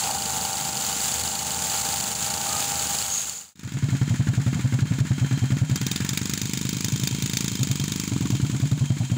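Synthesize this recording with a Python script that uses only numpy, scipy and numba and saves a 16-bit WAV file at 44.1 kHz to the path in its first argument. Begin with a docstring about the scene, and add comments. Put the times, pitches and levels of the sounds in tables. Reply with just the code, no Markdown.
"""A two-stroke brush cutter buzzes and hisses through plantation undergrowth, a motorcycle ticking over
further off. Both fade out and a second scene fades in: a four-stroke motorcycle thumps at idle beside
the microphone while the first one, now close, revs, barks and pulls away down the track.
Each engine's firings ring its exhaust; the cutter's blade hisses in the grass and snaps stalks.
The recorder's gain control ducks the whole sound under the loudest thumps."""
import sys
import numpy as np
from scipy import signal
from scipy.fft import rfft, irfft
from scipy.io import wavfile
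from scipy.ndimage import uniform_filter1d
from numba import njit

SR = 44100
rng = np.random.default_rng(int(sys.argv[2]) if len(sys.argv) > 2 else 0)


def log_audio(samples):
    """Write samples as a 16-bit WAV file to the path given in sys.argv[1]."""
    # one column per channel
    frames = np.atleast_2d(samples).T
    # limit to full scale, then quantise
    limited = np.clip(frames, -1, 1)
    pcm = np.round(limited * 32767).astype(np.int16)
    wavfile.write(sys.argv[1], SR, pcm)


N = 404397
T = np.arange(N) / SR
CUT_S, FADE_OUT_S, FADE_IN_S = 3.547, 0.48, 0.38  # the two scenes meet in silence at the cut


def undb(db):
    """Decibels to gain."""
    return 10 ** (np.asarray(db) / 20)


def noise():
    """White noise."""
    return rng.standard_normal(N)


def unit(x):
    """Scale to rms 1."""
    return x / np.sqrt(np.mean(x ** 2))


def steady(x):
    """Hold the rms near 1 over about half a second."""
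    power = uniform_filter1d(uniform_filter1d(x ** 2, SR // 2), SR // 4)
    return x / np.sqrt(power + 1e-12)


def walk(steps_per_s):
    """Smooth random wander of rms 1."""
    hold = int(SR / steps_per_s)
    steps = np.repeat(rng.standard_normal(N // hold + 1), hold)
    return unit(uniform_filter1d(steps, hold)[:N])


def curve(table, column=1):
    """One column of a timed table at every sample."""
    rows = np.array(table)
    return np.interp(T, rows[:, 0], rows[:, column])


def fade(seconds, power=1):
    """Gain that grows from nothing at the cut: after it for positive seconds, before it for negative."""
    return np.clip((T - CUT_S) / seconds, 0, 1) ** power


def ring(x, modes, order=1):
    """Parallel resonances (frequency [Hz], width [Hz], level [dB]); higher orders have steeper skirts."""
    out = 0
    for hz, width, db in modes:
        b, a = signal.iirpeak(hz, hz / width, SR)
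        out = out + undb(db) * signal.sosfilt(np.tile(np.r_[b, a], (order, 1)), x)
    return out


def colour(x, points):
    """Shape a sound by a spectrum (frequency [Hz], level [dB]) that falls away below its first point."""
    hz, db = np.transpose(points)
    f = np.arange(N // 2 + 1) * SR / N + 1
    gain = undb(np.interp(np.log(f), np.log(hz), db))
    low_cut = np.minimum(f / hz[0], 1) ** 2
    return irfft(rfft(x) * gain * low_cut, N)


def firings(speed):
    """Firing times: one for each whole cycle of an engine that follows a speed table."""
    cycles = np.cumsum(curve(speed) * (T >= speed[0][0])) / SR
    return T[1:][np.diff(np.floor(cycles)) > 0]


def strike(times, gains):
    """Impulses at the given times."""
    return np.bincount(np.clip(np.asarray(times) * SR, 0, N - 1).astype(int), gains, N)


def scatter(times, spread_db):
    """Impulses of uneven size."""
    return strike(times, undb(spread_db * rng.standard_normal(len(times))))


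def puffs(pulses, rise_s, decay_s):
    """A swelling and dying envelope after each impulse."""
    t = T[:SR // 4]
    shape = (1 - np.exp(-t / rise_s)) ** 2 * np.exp(-t / decay_s)
    return signal.fftconvolve(pulses, shape / shape.max())[:N]


def waiting_bike(burble_db=-39.5, tick_db=-37):
    """Behind the cutter, a motorcycle's exhaust is a low burble, with a tick on every firing."""
    # engine ticking over: (time [s], firing rate [Hz])
    speed = [(0, 27.79), (.3, 26.37), (.59, 24.67), (.9, 25.76), (1.7, 26.08), (2.09, 26.78), (3.52, 25.58)]
    # exhaust from afar, and the ring of the ticks: (frequency [Hz], width [Hz], relative level [dB])
    pipe_modes = [(81.7, 13.4, -0.5), (141.3, 73, -3), (188, 96, -4.5), (258, 290, -18.5), (460, 40, -8.5)]
    tick_modes = [(2927, 154, 14.5), (4594, 770, 16), (6360, 1100, 8), (9500, 2100, 8)]
    pulses = scatter(firings(speed), spread_db=1.0)
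    burble = steady(ring(unit(pulses) + 1.4 * noise(), pipe_modes, order=2))
    ticks = steady(ring(puffs(pulses, rise_s=0.0014, decay_s=0.0015) * noise(), tick_modes, order=2))
    return (burble * undb(burble_db) * fade(-0.67, power=1.3)
            + ticks * undb(tick_db) * fade(-FADE_OUT_S, power=1.3))


def brush_cutter(hiss_db=-27, swell_db=1.12):
    """In the undergrowth, firings ring the silencer; the blade hisses once a turn and snaps stalks."""
    # engine, loaded and swung about: (time [s], firing rate [Hz], exhaust level [dB])
    engine = [(0.0, 87.1, -32), (0.07, 86.4, -32.5), (0.2, 88.44, -35.5), (0.34, 86.2, -33.5),
              (0.61, 87.8, -34.5), (0.8, 87.1, -38.5), (1.93, 88.2, -36), (2.18, 88.73, -39.5),
              (2.52, 89.5, -33.5), (2.99, 89.6, -38.5), (3.04, 88.0, -41.5), (3.25, 88.2, -45)]
    # silencer resonances: (frequency [Hz], width [Hz], relative level [dB])
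    silencer_modes = [(89, 39, -10.5), (390, 160, -20.5), (533.5, 42, -11.5), (623, 21, -2.5),
                      (818, 136, 6), (876, 38, -17.5), (1195, 73, -5), (1376, 250, -7)]
    # hiss as heard, with the microphone's bright peak near 15 kHz: (frequency [Hz], relative level [dB])
    hiss_spectrum = [(300, -24), (600, -10), (1050, -9.5), (1350, -6.5), (1900, -10.5), (2900, -6.5),
                     (4500, -5.5), (5600, -9.5), (6600, 1), (7400, 3), (8400, -5.5), (10000, -10),
                     (13500, -17.5), (15000, -7.5)]
    # brief ringing swells in the buzz and hiss:
    # (time [s], half-length [s], frequency [Hz], width [Hz], level [dB])
    swells = [(0.085, 0.062, 815, 220, -34), (2.544, 0.068, 1243, 50, -35.5),
              (3.166, 0.066, 6620, 500, -27), (3.327, 0.093, 6870, 910, -36.5)]
    turns = np.cumsum(curve(engine) * (1 + 0.0016 * walk(39.72))) / SR
    pulses = scatter(T[1:][np.diff(np.floor(turns)) > 0], spread_db=2.5)
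    gas = unit(puffs(pulses, rise_s=0.00097, decay_s=0.019) * noise())
    exhaust = unit(ring(unit(pulses) + 0.36 * gas, silencer_modes, order=2))
    # the geared blade head turns at its own pace
    sweep = 1 + 0.12 * np.cos(2 * np.pi * 1.2 * turns) + 0.14 * walk(150)
    snaps = scatter(rng.uniform(0, T[-1], N // 400), spread_db=3)
    crackle = 0.35 * unit(puffs(snaps, rise_s=0.0001, decay_s=0.0008) * noise())
    hiss = unit(colour(unit(sweep * noise()) + 0.057 * gas + crackle, hiss_spectrum))
    hiss *= undb(hiss_db + swell_db * walk(10))  # it swells in thicker grass
    ringing = 0
    for at_s, half_s, hz, width, db in swells:
        envelope = np.exp(-((T - at_s) / half_s) ** 2)
        ringing += undb(db) * envelope * unit(ring(gas, [(hz, width, 0)], order=2))
    machine = exhaust * undb(curve(engine, column=2)) + hiss
    return machine * fade(-FADE_OUT_S, power=1.3) + ringing


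def riding_bike(thud_db=-30.5, pop_db=-44, chuff_db=-41.5, bark_db=-31, honk_db=-50.5, clatter_db=-40):
    """Close by, then leaving: each firing thuds and chuffs, barking under throttle, with clatter between."""
    # idling, pulling away and easing off: (time [s], firing rate [Hz])
    speed = [(3.52, 28.81), (3.86, 15.76), (4.89, 15.24), (5.7, 15.66), (5.96, 22.48), (6.24, 24.77),
             (7.5, 27.51), (7.73, 23.29), (8, 26.09), (8.21, 21.3), (8.53, 19.98), (8.74, 15.93),
             (9.17, 14.98)]
    # throttle: (time [s], opening [0-1])
    throttle_moves = [(3.55, .8), (3.78, 0.05), (5.66, 0.09), (5.85, 0.89), (6.7, 0.77), (7.5, 1),
                      (7.73, 0.54), (7.93, 0.95), (8.09, 0.32), (9, 0.02)]
    # exhaust pipe resonances: (frequency [Hz], width [Hz], relative level [dB])
    thud_modes = [(101, 41, -8.5), (195.5, 175, 0), (370, 310, -12)]
    pop_modes = [(273.7, 134, 0)]
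    chuff_modes = [(990, 260, 1), (1460, 270, 10.5), (1706, 260, 10), (2080, 200, 5)]
    # bark as heard, with the microphone's bright peak: (frequency [Hz], width [Hz], relative level [dB])
    bark_peaks = [(1630, 110, -3), (2500, 960, 10), (3697, 163, 21.5), (4870, 1070, 16.5), (6130, 560, 16),
                  (6770, 530, 16.5), (9860, 1700, 1.5), (15800, 2300, 13.5)]
    # clatter as heard, with the microphone's peak near 15 kHz: (frequency [Hz], relative level [dB])
    clatter_spectrum = [(700, -15.5), (950, 2), (1500, -20.5), (2300, 3.5), (3000, 0), (4100, 2),
                        (5600, -2), (6300, 1.5), (6650, 7), (7400, 7.5), (8400, -4.5), (11000, -11.5),
                        (13500, -23), (15000, -7.5)]
    # echoes off the palm trunks: (delay [s], level [dB])
    trunk_echoes = [(.0095, -27), (0.0212, -12.5)]
    times, throttle = firings(speed), curve(throttle_moves)
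    blows = scatter(times - 0.0012, spread_db=1.0)
    # the gas leaves as a rounded push, which holds no treble
    push_shape = np.exp(-((T[:SR // 100] - 0.0015) / 0.00095) ** 2)
    push = signal.fftconvolve(blows, push_shape)[:N]
    push = push + sum(undb(db) * np.roll(push, int(delay * SR)) for delay, db in trunk_echoes)
    thud = steady(ring(push, thud_modes, order=2))
    unburnt_gas = puffs(blows, rise_s=0.0015, decay_s=0.0071) * noise()
    spit = steady(ring(unburnt_gas, [(1160, 560, -2), (3180, 1900, -6.5)], order=2))
    pop = steady(ring(push, pop_modes, order=3)) + undb(-10) * spit
    honk = steady(ring(push, [(387, 220, 0)], order=2))  # a higher pipe resonance
    chuff = steady(ring(puffs(blows, rise_s=0.00023, decay_s=0.036) * noise(), chuff_modes))
    crack = puffs(scatter(times, spread_db=3.4), rise_s=0.00047, decay_s=0.0042)
    bark = steady(ring(crack * noise(), bark_peaks))
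    valves = unit(puffs(strike(times + 0.016, np.ones(len(times))), rise_s=0.00047, decay_s=0.0044))
    clatter = steady(colour((1 + 0.35 * valves) * noise(), clatter_spectrum))
    turned = np.clip((T - 6.13) / 0.36, 0, 1)  # the chuff drops as the bike turns down the track
    overrun = np.exp(-((T - 8.3) / 0.25) ** 2)  # coasting as the throttle shuts, it pops hollowly
    away_s = np.maximum(T - 8.32, 0)  # the thud recedes among the trees
    octaves_above_idle = np.log2(curve(speed) / 17.2)
    return fade(FADE_IN_S) * (
        thud * undb(thud_db + 4 * overrun - 7.5 * away_s)
        + pop * undb(pop_db + 9.5 * overrun)
        + chuff * undb(chuff_db - 6.5 * turned)
        + (bark * undb(bark_db) + honk * undb(honk_db)) * throttle
        + clatter * undb(clatter_db + 5.5 * octaves_above_idle))


def idling_bike(boom_gain_db=3, gas_gain_db=-42, fins_db=-50):
    """Beside the microphone, a four-stroke's exhaust booms with a puff of gas; its fins sing, wavering."""
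    # hunting idle: (time [s], firing rate [Hz])
    speed = [(3.55, 10.77), (4.87, 11.34), (5.12, 9.15), (5.6, 10.52), (6.59, 8.86), (6.86, 11.91),
             (7.19, 8.8), (7.49, 11.83), (7.72, 9.61), (8.32, 9.52), (8.82, 11.12), (9.17, 7.83)]
    # strength of the power strokes: (time [s], relative level [dB])
    strength = [(3.6, -2), (4.4, 0), (5.6, 0), (5.79, -4.5), (5.9, -11.5), (6.82, -14), (6.93, -7),
                (7.49, -16), (7.6, -3), (7.8, -8.5), (7.93, -16), (8.02, -29), (8.11, -5.5), (8.8, -.5),
                (9.05, -1)]
    # exhaust pipe: (frequency [Hz], time to fall 60 dB [s], relative level [dB])
    pipe_modes = [(108.5, 0.071, -6), (127.9, 0.048, 5), (142.9, 0.23, -13.5), (163.3, 0.11, -20),
                  (250.4, 0.23, -26)]
    # cooling fins: (frequency [Hz], width [Hz], relative level [dB])
    fin_modes = [(3176, 65, 20), (4100, 53, 14), (6470, 270, 8.5)]
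    times = firings(speed)
    gains = undb(np.interp(times, *np.transpose(strength)))
    detunes = 1 + 0.037 * rng.standard_normal((len(times), len(pipe_modes)))
    t = T[:SR // 4]
    valve_lift = 1 - np.exp(-(t / 0.009) ** 2)
    boom = np.zeros(N + len(t))
    for start_s, gain, detune in zip(times, gains, detunes):
        stroke = 0
        for k, (hz, t60, db) in enumerate(pipe_modes):
            # neighbouring modes swing against each other, so the boom swells before it dies
            sign = (-1) ** (k + 1)
            stroke += sign * undb(db) * np.sin(2 * np.pi * hz * detune[k] * t) / 1000 ** (t / t60)
        i = int(start_s * SR)
        boom[i:i + len(t)] += gain * valve_lift * stroke
    rush = unit(ring(noise(), [(650, 540, 0)], order=2))
    gas = puffs(strike(times, gains), rise_s=0.0043, decay_s=0.03) * rush
    fins = unit(ring(noise(), fin_modes, order=2)) * undb(2.6 * walk(8.3))
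    machine = boom[:N] * undb(boom_gain_db) + gas * undb(gas_gain_db) + fins * undb(fins_db)
    return machine * fade(FADE_IN_S, power=1.4)


def scene():
    """The cutter and both motorcycles, through one microphone that rolls off below 75 Hz."""
    air = brush_cutter() + waiting_bike() + riding_bike() + idling_bike()
    return colour(air, [(75, 0), (SR / 2, 0)])[None]


@njit
def follow(x, attack, release):
    """Envelope that rises at the attack rate and falls at the release rate."""
    out, level = np.empty(len(x)), 0.
    for i in range(len(x)):
        level += (x[i] - level) * (attack if x[i] > level else release)
        out[i] = level
    return out


def record(dry, threshold_db=-15.5, attack_s=0.0021, release_s=0.056, top_hz=15600):
    """The recorder's gain control holds the loudest thumps down; a steep filter cuts the top."""
    envelope = follow(np.abs(dry[0]), 1 / (attack_s * SR), 1 / (release_s * SR))
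    held = dry / np.maximum(envelope / undb(threshold_db), 1)
    return signal.sosfilt(signal.ellip(10, 0.2, 70, top_hz, fs=SR, output="sos"), held)


dry = scene()
out = record(dry)
log_audio(out)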